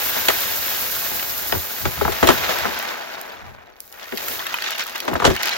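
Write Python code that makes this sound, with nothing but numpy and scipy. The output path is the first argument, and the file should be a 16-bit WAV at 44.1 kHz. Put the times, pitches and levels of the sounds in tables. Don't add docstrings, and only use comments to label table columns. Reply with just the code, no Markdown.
import sys
import numpy as np
from scipy import signal
from scipy.fft import rfft, irfft, next_fast_len
from scipy.io import wavfile
from scipy.ndimage import uniform_filter1d

SR = 44100
rng = np.random.default_rng(int(sys.argv[2]) if len(sys.argv) > 2 else 0)


def to_wav(s):
    ch = np.atleast_2d(s).T
    pcm = np.round(np.clip(ch, -1, 1) * 32767)
    wavfile.write(sys.argv[1], SR, pcm.astype(np.int16))


N = 245637
TIME = np.arange(N) / SR
PADDED = next_fast_len(N + SR // 2) // 2 * 2
HZ = np.maximum(np.arange(PADDED // 2 + 1) * SR / PADDED, 1)
PATHS = (3, N)


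# start_s, level_db
STREAM_LEVEL = [(0.0, -26.5), (1.5, -29.5), (1.97, -35), (2.34, -31.5), (3.23, -53), (3.36, -56.5),
                (3.43, -76), (3.74, -71), (3.82, -52.5), (3.92, -52.5), (4.0, -52.5), (4.34, -44),
                (4.5, -47), (5.57, -51.5)]
# top_s, level_db, fall_by_10_db_s
RICE_GUSHES = [(4.3, -32, 0.105)]
# start_s, level_db
SLIDE_LEVEL = [(0.0, -30.5), (0.49, -31), (1.61, -38), (1.95, -37.5), (2.44, -28.5), (2.87, -35),
               (3.4, -51), (3.72, -63), (3.915, -64), (3.955, -48.5), (4.17, -41.5), (4.34, -36),
               (4.52, -36.5), (4.66, -32.5), (4.86, -37.5), (5.02, -41), (5.2, -42.5), (5.36, -33),
               (5.57, -32.5)]
# top_s, level_db, fall_by_10_db_s
LOAD_SLIPS = [(2.45, -32, 0.03), (2.52, -34.5, 0.09), (2.83, -35, 0.0154), (2.892, -35, 0.0035),
              (3.1, -39.5, 0.0039), (3.147, -41, .015), (3.187, -42, 0.01), (3.3, -48, 0.06),
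              (4.04, -45.5, 0.03), (4.41, -37.5, 0.0242), (4.69, -33.5, 0.05), (4.808, -32, 0.0359),
              (5.48, -30, 0.07)]
# start_s, clumping_db
FLOW_CLUMPING = [(2.2, 1.23), (4.2, 2.9)]
# start_s, hollow_level_db
SACK_HOLLOWNESS = [(0, -3.5), (1.8, -2), (2.4, 1), (3.3, 4), (3.7, 3.5), (4.1, -4.5), (4.8, -4.5),
                   (5.03, -1.5), (5.2, 1.5), (5.42, -2.5)]

# pitch_hz, relative_level_db_per_hz
HEAP_COLOUR = [(100, -11), (550, -3.5), (1500, -26.5), (4000, -4.5), (7000, -4), (10000, -3), (14000, 2),
               (16000, -1)]
# pitch_hz, width_hz, boost_db
TUB_AIR_RESONANCES = [(1600, 360, 9), (670, 170, 3.5)]
# pitch_hz, relative_level_db_per_hz
FILM_COLOUR = [(200, -39), (900, -3.5), (1600, 1), (2400, 3), (4000, -0.55), (6000, -3.5), (8500, -13),
               (16000, -22.5)]
# pitch_hz, width_hz, boost_db
TUB_RESONANCES = [(1595, 120, 4.5), (3800, 160, 2.5)]
# pitch_hz, relative_level_db_per_hz
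DRUM_COLOUR = [(60, -33), (190, -6), (350, -4), (620, 3), (820, 2.5), (1050, 1), (1500, 2.5), (2200, -0.5),
               (5000, -26.5)]
# pitch_hz, width_hz, boost_db
CAVITY_RESONANCES = [(225, 27, 6), (369, 41, 6), (485, 27, 3.5), (657, 54, 5), (831, 42, 6), (990, 44, 3.5),
                     (1214, 50, 3), (1433, 47, 2)]
FULL_SLIDE_DB, DRUM_DB, DRUM_FOLLOWS = -30, -31.5, 0.71
FLEX_SHARE, FLEX_PER_S = .045, 5
PATTER_LOW_HZ, PATTER_HIGH_HZ = 1100, 4900

# pitch_hz, relative_level_db_per_hz
SWAY_COLOUR = [(20, -35), (45, -3.5), (85, 1), (130, -6.5), (250, -14), (800, -39.5)]
# pitch_hz, width_hz, boost_db
WALL_RESONANCES = [(89, 71, 2.5)]
# top_s, level_db, fall_by_10_db_s
WALL_HEAVES = [(1.562, -31.5, 0.04), (1.87, -25.5, 0.04), (1.99, -30, 0.0152), (2.05, -29, 0.07),
               (2.24, -23, .015), (2.287, -16, 0.0056), (2.39, -38, 0.1), (2.655, -41.5, 0.1),
               (3.485, -44, 0.1), (5.14, -26, 0.0169), (5.29, -20, 0.04)]
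TREMBLE_DB, TREMBLE_FOLLOWS = -25.5, 0.86

# start_s, peak_db, body_relative_to_peak_db, body_pitch_hz
CREASE_SNAPS = [(0.0933, -18, 0, 1920), (0.2837, -4, -1, 2790), (1.1942, -27.5, 10.5, 2700),
                (1.522, -22.5, 12, 2810), (2.2704, -7, -1.5, 2985), (2.585, -16, 0.5, 2400),
                (2.788, -16, -15, 2970), (2.825, -20, 0.5, 1790), (3.2117, -20.5, -14, 2990),
                (3.802, -19.5, -21, 4040), (3.8762, -34.5, -12, 4000), (3.924, -29, -7, 4000),
                (4.1724, -14.5, -1, 3100), (4.178, -22, 4, 3070), (4.2816, -14, -4.5, 2300),
                (4.3914, -27, 7, 3000), (4.4044, -27, 8, 1690), (4.4658, -17.5, 4, 2100),
                (4.5405, -18, 9, 1800), (4.585, -27.5, 12.5, 1900), (4.621, -20.5, 4, 2800),
                (4.7048, -16, -6, 3220), (4.8355, -23, -12, 3000), (4.9558, -21.5, 5, 1560),
                (5.0013, -15.5, -1, 3600), (5.3625, -18, 3.5, 2500), (5.43, -10.5, 0.5, 3320),
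                (5.455, -15, -2, 3000), (5.471, -19, 2, 3180), (5.491, -19, 6, 2600)]
# start_s, end_s, snaps_per_s, typical_peak_db, body_relative_to_peak_db
SACK_BENDS = [(4.68, 5.15, 26, -23.5, -5), (5.297, 5.55, 13, -22, -6)]
# pitch_hz, relative_level_db_per_hz
TICK_COLOUR = [(500, -50), (2000, -13), (5000, -3), (9000, 4.5), (13500, 2), (16000, 2)]
SMALL_SPREAD_DB, SMALL_HZ = 3.5, 2800
CREASE_OCTAVES, CREASE_T60_S = 1.8, 0.026

# start_s, knock_peak_db, crack_db, thump_db, pop_db, pop_pitch_hz
SACK_BUCKLES = [(0.163, -21.5, -16, -5, 0.5, 740), (0.283, -8, -6.5, -20, 1, 1502),
                (1.115, -25.5, -18, -1, -8, 706), (1.523, -14.5, -12, -2, 0, 720),
                (1.549, -18.5, -16, -2, -2, 560), (1.852, -13, -8.5, -5, -2.5, 1148),
                (2.011, -17.5, -25, -4, 4.5, 760), (2.05, -17, -22, -3, 2.5, 780),
                (2.077, -17.5, -24, -1, 4.5, 780), (2.119, -18.5, -3, -18, -6, 1410),
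                (2.227, -5, -12.5, 0, -2, 820), (2.273, -8, -5.5, -6, -1, 652),
                (2.287, -2, -8.5, -3, -2, 753), (2.49, -17.5, -5, -3, -1, 800),
                (2.652, -14.5, -18, 0, 1, 800), (4.121, -24, -12, 5, 1, 1450),
                (5.078, -13.5, -10, -2, 0, 760), (5.113, -25.5, -18, 8.5, 1, 450),
                (5.131, -19, -16, -3, 0.5, 700), (5.153, -18, -15, 0, 3.5, 760),
                (5.199, -18, -9, -2, 0, 1000), (5.22, -15.5, -13, -3, 3.5, 720),
                (5.242, -10, -10, -11, 0.5, 850), (5.249, -3, -4.5, -6, -0.5, 560),
                (5.275, -15, -14, 6.5, 1, 420), (5.3, -17, -6, 4, -5, 520)]
# pitch_hz, relative_level_db_per_hz
POP_COLOUR = [(300, 0), (16000, 0)]
CRACK_COLOUR = [(300, 1.5), (1400, -26), (3000, 10.5), (5000, 1.5), (8000, 2), (16000, -22)]
KNOCK_COLOUR = [(250, -12), (520, 1), (850, -2.5), (1450, -3), (2100, -5), (3500, -19.5), (8000, -41)]
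THUMP_COLOUR = [(70, -14.5), (140, -4), (230, -1), (380, 1), (600, -5), (1100, -21.5), (3000, -62)]
BIG_FOLD_DB, SETTLE_S, SETTLE_DB, SETTLE_THUMP_DB, SETTLE_POP_DB = -9.5, .0145, -6, -11, -4.5
KNOCK_T60_S, THUMP_STRETCH = 0.082, 1.8
POP_OCTAVES, POP_T60_S = 1.307, 0.043
POP_START_RATIO, POP_FALL_S = 2.3, .003

# start_s, start_pitch_hz, end_pitch_hz, level_db
PANEL_TWANGS = [(2.013, 600, 395, -11.5), (2.086, 580, 390, -18), (2.297, 500, 370, -11),
                (4.124, 560, 390, -28)]
# top_s, level_db, fall_by_10_db_s
RICE_RUMBLES = [(3.68, -53, .08), (4.3, -39.5, .14), (5.075, -33, .05)]
RUMBLE_LOW_HZ, RUMBLE_HIGH_HZ = 300, 680

# pitch_hz, relative_level_db_per_hz
QUIET_COLOUR = [(25, -3), (65, 3.5), (150, -9.5), (600, -1), (2000, -31), (6000, -52), (16000, -49.5)]
KITCHEN_T60_S, KITCHEN_DB = .16, -15
# pitch_hz, shared_sound_0_to_1, left_lead_radians, left_minus_right_db
PORT_PAIR = [(60.5, 0.57, 2.73, 0), (208, 0.56, 1.87, 4), (580, 0.53, 2, 5), (921, 0.68, 1.67, 6),
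             (1520, 0.71, 0.97, 0), (2332, 0.52, 1.925, -1.5), (3580, 0.29, 0.88, -.5),
             (6370, 0, 0.32, 0.5)]
PORT_PAIR_TREBLE = [(7300, .55, 2.4, 0), (8400, .99, 3.05, 0), (9700, .99, 3.2, 0), (10400, .8, 3.6, 0),
                    (11300, .65, 4.5, 0), (13000, .99, 6.28, 0), (16000, .99, 6.28, 0)]
CUTOFF_HZ = 15900


def from_db(db):
    return 10 ** (np.asarray(db) / 20)


def rms_one(x):
    return x / np.sqrt(np.mean(x ** 2) + 1e-20)


def in_time(rows):
    s, *columns = np.transpose(rows)
    return [np.interp(TIME, s, column) for column in columns]


def in_hz(rows):
    hz, *columns = np.transpose(rows)
    return [np.interp(np.log(HZ), np.log(hz), column) for column in columns]


def drift(rate):
    knots = rng.standard_normal(int(rate * 6) + 2)
    return np.interp(TIME * rate, np.arange(len(knots)), knots)


def colour(x, spectrum, resonances=()):
    db = in_hz(spectrum)[0]
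    for hz, width_hz, peak_db in resonances:
        db = db + peak_db / (1 + (2 * (HZ - hz) / width_hz) ** 2)
    cepstrum = irfft(np.log(rms_one(from_db(db))))
    fold = 1 + np.sign(PADDED // 2 - np.arange(PADDED))
    fold[0] = 1
    response = np.exp(rfft(cepstrum * fold))
    return irfft(rfft(x, PADDED) * response)[:, :N]


def grains(per_s, spread_db):
    chance = np.clip(per_s / SR, 1e-3, 1)
    sizes = from_db(spread_db * np.minimum(rng.standard_normal(N), 2.5))
    hits = (rng.random(PATHS) < chance) * rng.choice([-1, 1], PATHS)
    return rms_one(sizes / np.sqrt(chance) * hits)


def bursts(times, levels_db, t60s, rise_s):
    power = np.zeros(N)
    for s, db, t60 in zip(times, levels_db, np.broadcast_to(t60s, len(times))):
        start = int(s * SR)
        age = TIME[:min(N - start, SR // 2)]
        rise = np.minimum(age / rise_s, 1) ** 2
        decay = from_db(-60 * np.maximum(age - rise_s, 0) / t60)
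        power[start:start + len(age)] += (from_db(db) * rise * decay) ** 2
    return np.sqrt(power)


def swells(rows):
    power = 0
    for s, db, fall_s in rows:
        power = power + from_db(db - 10 * (np.abs(TIME - s) / fall_s) ** 1.47) ** 2
    return np.sqrt(power)


def pings(times, levels_db, pitches_hz, octaves, t60, rise_s, count, start_ratio=1):
    out, age = np.zeros((PATHS[0], PADDED)), TIME[:SR // 20]
    glide = age + (start_ratio - 1) * POP_FALL_S * (1 - np.exp(-age / POP_FALL_S))
    rise = np.minimum(age / rise_s, 1)
    chances = rng.random((len(times), 4, count, 1))
    for s, db, centre_hz, chance in zip(times, levels_db, pitches_hz, chances):
        place = (np.arange(count)[:, None] + chance[0]) / count - .5
        turns = centre_hz * 2 ** (octaves * place) * glide + chance[1:]
        ring = np.sin(2 * np.pi * turns).sum(axis=1) * np.sqrt(2 / count)
        decay = from_db(db - 60 * np.maximum(age - rise_s, 0) / t60)
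        start = int(s * SR)
        out[:, start:start + len(age)] += ring * decay * rise
    return out[:, :N]


def flow():
    stream_db = 20 * np.log10(from_db(in_time(STREAM_LEVEL)[0] + 0.86) + swells(RICE_GUSHES))
    slide_db = 20 * np.log10(np.hypot(from_db(in_time(SLIDE_LEVEL)[0] - 0.54), swells(LOAD_SLIPS)))
    return stream_db, slide_db, in_time(FLOW_CLUMPING)[0]


def rice_landing(stream_db):
    level = from_db(stream_db + 4 + 1.28 * drift(50))
    landing = grains(22000 * from_db(stream_db + 28), spread_db=5.5) * level
    return colour(landing, HEAP_COLOUR, TUB_AIR_RESONANCES)


def rice_sliding(slide_db, clumps_db):
    level = from_db(slide_db + 3.0 + clumps_db)
    sliding = grains(5000 * from_db(slide_db + 33), spread_db=4.3) * level
    return colour(sliding, FILM_COLOUR, TUB_RESONANCES)


def flexing(x):
    smooth_drift = uniform_filter1d(drift(FLEX_PER_S), SR // 10)
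    lag_s = smooth_drift * FLEX_SHARE / FLEX_PER_S / np.sqrt(2)
    return np.array([np.interp((TIME + lag_s) % TIME[-1], TIME, path) for path in x])


def rice_drumming(slide_db, clumps_db):
    drum_db = DRUM_DB + DRUM_FOLLOWS * (slide_db - FULL_SLIDE_DB) + in_time(SACK_HOLLOWNESS)[0]
    level = from_db(drum_db + 3 + 0.71 * clumps_db)
    drumming = grains(5000 * from_db(drum_db + 36), spread_db=3.5) * level
    return flexing(colour(drumming, DRUM_COLOUR, CAVITY_RESONANCES))


def rice():
    stream_db, slide_db, clumping_db = flow()
    clumps_db = clumping_db * (1.19 * drift(260) + 0.65 * drift(70) + 0.33 * drift(21.98))
    return rice_landing(stream_db) + rice_sliding(slide_db, clumps_db) + rice_drumming(slide_db, clumps_db)


def film_patter():
    s, size, place = rng.random((700, 3)).T * [[TIME[-1]], [1], [1]]
    _, slide_db, clumping_db = flow()
    level_db = np.interp(s, TIME, slide_db + 2.5 * clumping_db) - 6.5 + 9 * size ** 2
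    pitches_hz = PATTER_LOW_HZ * (PATTER_HIGH_HZ / PATTER_LOW_HZ) ** place
    return pings(s, level_db, pitches_hz, octaves=0.802, t60=0.038, rise_s=.0005, count=2)


def sack_sway():
    tremble = from_db(TREMBLE_DB + TREMBLE_FOLLOWS * flow()[0])
    push = np.hypot(tremble, swells(WALL_HEAVES)) * from_db(3.5)
    return colour(rng.standard_normal(PATHS) * push, SWAY_COLOUR, WALL_RESONANCES)


def quiet_kitchen():
    return from_db(-56.0) * colour(rng.standard_normal(PATHS), QUIET_COLOUR)


def small_snaps():
    rows = []
    for start, end, per_s, db, body_db in SACK_BENDS:
        chance = rng.random((40, 2))[:int(per_s * (end - start))]
        for when, size in chance:
            peak_db = db + SMALL_SPREAD_DB * (2 * size - 1)
            rows.append((start + (end - start) * when, peak_db, body_db, SMALL_HZ))
    return rows


def sack_crinkles():
    s, peak_db, body_db, body_hz = np.transpose(CREASE_SNAPS + small_snaps())
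    tick = grains(40000, spread_db=1) * bursts(s + .001, peak_db, .007, rise_s=.0012)
    body = pings(s + 0.00099, peak_db + body_db - 4.0, body_hz, CREASE_OCTAVES, CREASE_T60_S,
                 rise_s=0.0007, count=8)
    return colour(tick, TICK_COLOUR) + body


def sack_buckles():
    settles = []
    for s, db, crack_db, thump_db, pop_db, hz in SACK_BUCKLES:
        if db > BIG_FOLD_DB:
            settles.append((s + SETTLE_S, db + SETTLE_DB, crack_db,
                            thump_db + SETTLE_THUMP_DB, pop_db + SETTLE_POP_DB, hz))
    s, peak_db, crack_db, thump_db, pop_db, pop_hz = np.transpose(SACK_BUCKLES + settles)
    pop = pings(s, peak_db + pop_db - 2.0, pop_hz, POP_OCTAVES, POP_T60_S,
                rise_s=0.0018, count=4, start_ratio=POP_START_RATIO)
    crack_level = bursts(s, peak_db + crack_db - 3.0, KNOCK_T60_S, rise_s=0.0018)
    knock_level = bursts(s, peak_db - 5.0, KNOCK_T60_S, rise_s=0.0029)
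    thump_level = bursts(s, peak_db + thump_db - 4.5, KNOCK_T60_S * THUMP_STRETCH, rise_s=0.00364)
    crack = grains(12000, spread_db=1.5) * crack_level
    knock = grains(12000, spread_db=5.0) * knock_level
    thump = grains(12000, spread_db=4.0) * thump_level
    return (colour(pop, POP_COLOUR, CAVITY_RESONANCES) + colour(crack, CRACK_COLOUR)
            + colour(knock, KNOCK_COLOUR, CAVITY_RESONANCES)
            + colour(thump, THUMP_COLOUR, CAVITY_RESONANCES))


def sack_twangs():
    out = np.zeros(PATHS)
    for s, start_hz, end_hz, db in PANEL_TWANGS:
        hz = end_hz + (start_hz - end_hz) * np.exp(-np.maximum(TIME - s, 0) / 0.0041)
        turns = np.cumsum(hz) / SR + rng.random((len(out), 1))
        out += np.sin(2 * np.pi * turns) * bursts([s], [db], .07, rise_s=.008)
    return out


def load_rumbles():
    muffle = signal.butter(2, [RUMBLE_LOW_HZ, RUMBLE_HIGH_HZ], "band", fs=SR, output="sos")
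    rustle = rms_one(signal.sosfilt(muffle, rng.standard_normal(PATHS)))
    return rustle * swells(RICE_RUMBLES)


def kitchen(x):
    age = TIME[:SR // 2]
    noise = rng.standard_normal((len(x), len(age)))
    echoes = noise * from_db(-60 * age / KITCHEN_T60_S) * (age >= .005)
    echoes /= np.sqrt(np.sum(echoes ** 2, axis=1, keepdims=True))
    return signal.fftconvolve(x, echoes, axes=1)[:, :N]


def microphones(paths):
    common, lead, left_db = in_hz(PORT_PAIR + PORT_PAIR_TREBLE)
    common = np.clip(common, 0, 1)
    sides = np.array([[1], [-1]])
    spectra = rfft(paths, PADDED)
    shared = np.sqrt(common) * spectra[0] * np.exp(.5j * lead * sides)
    own = np.sqrt(1 - common) * spectra[1:]
    return irfft((shared + own) * from_db(left_db * sides / 2))[:, :N]


def scene():
    pour = rice() + film_patter() + load_rumbles()
    sack = sack_sway() + sack_crinkles() + sack_buckles() + sack_twangs()
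    direct = pour + sack
    return microphones(direct + from_db(KITCHEN_DB) * kitchen(direct) + quiet_kitchen())


def record(dry):
    rounded = dry / (1 + dry ** 6) ** (1 / 6)
    return signal.sosfilt(signal.ellip(12, .1, 70, CUTOFF_HZ, fs=SR, output="sos"), rounded)


dry = scene()
out = record(dry)
to_wav(out)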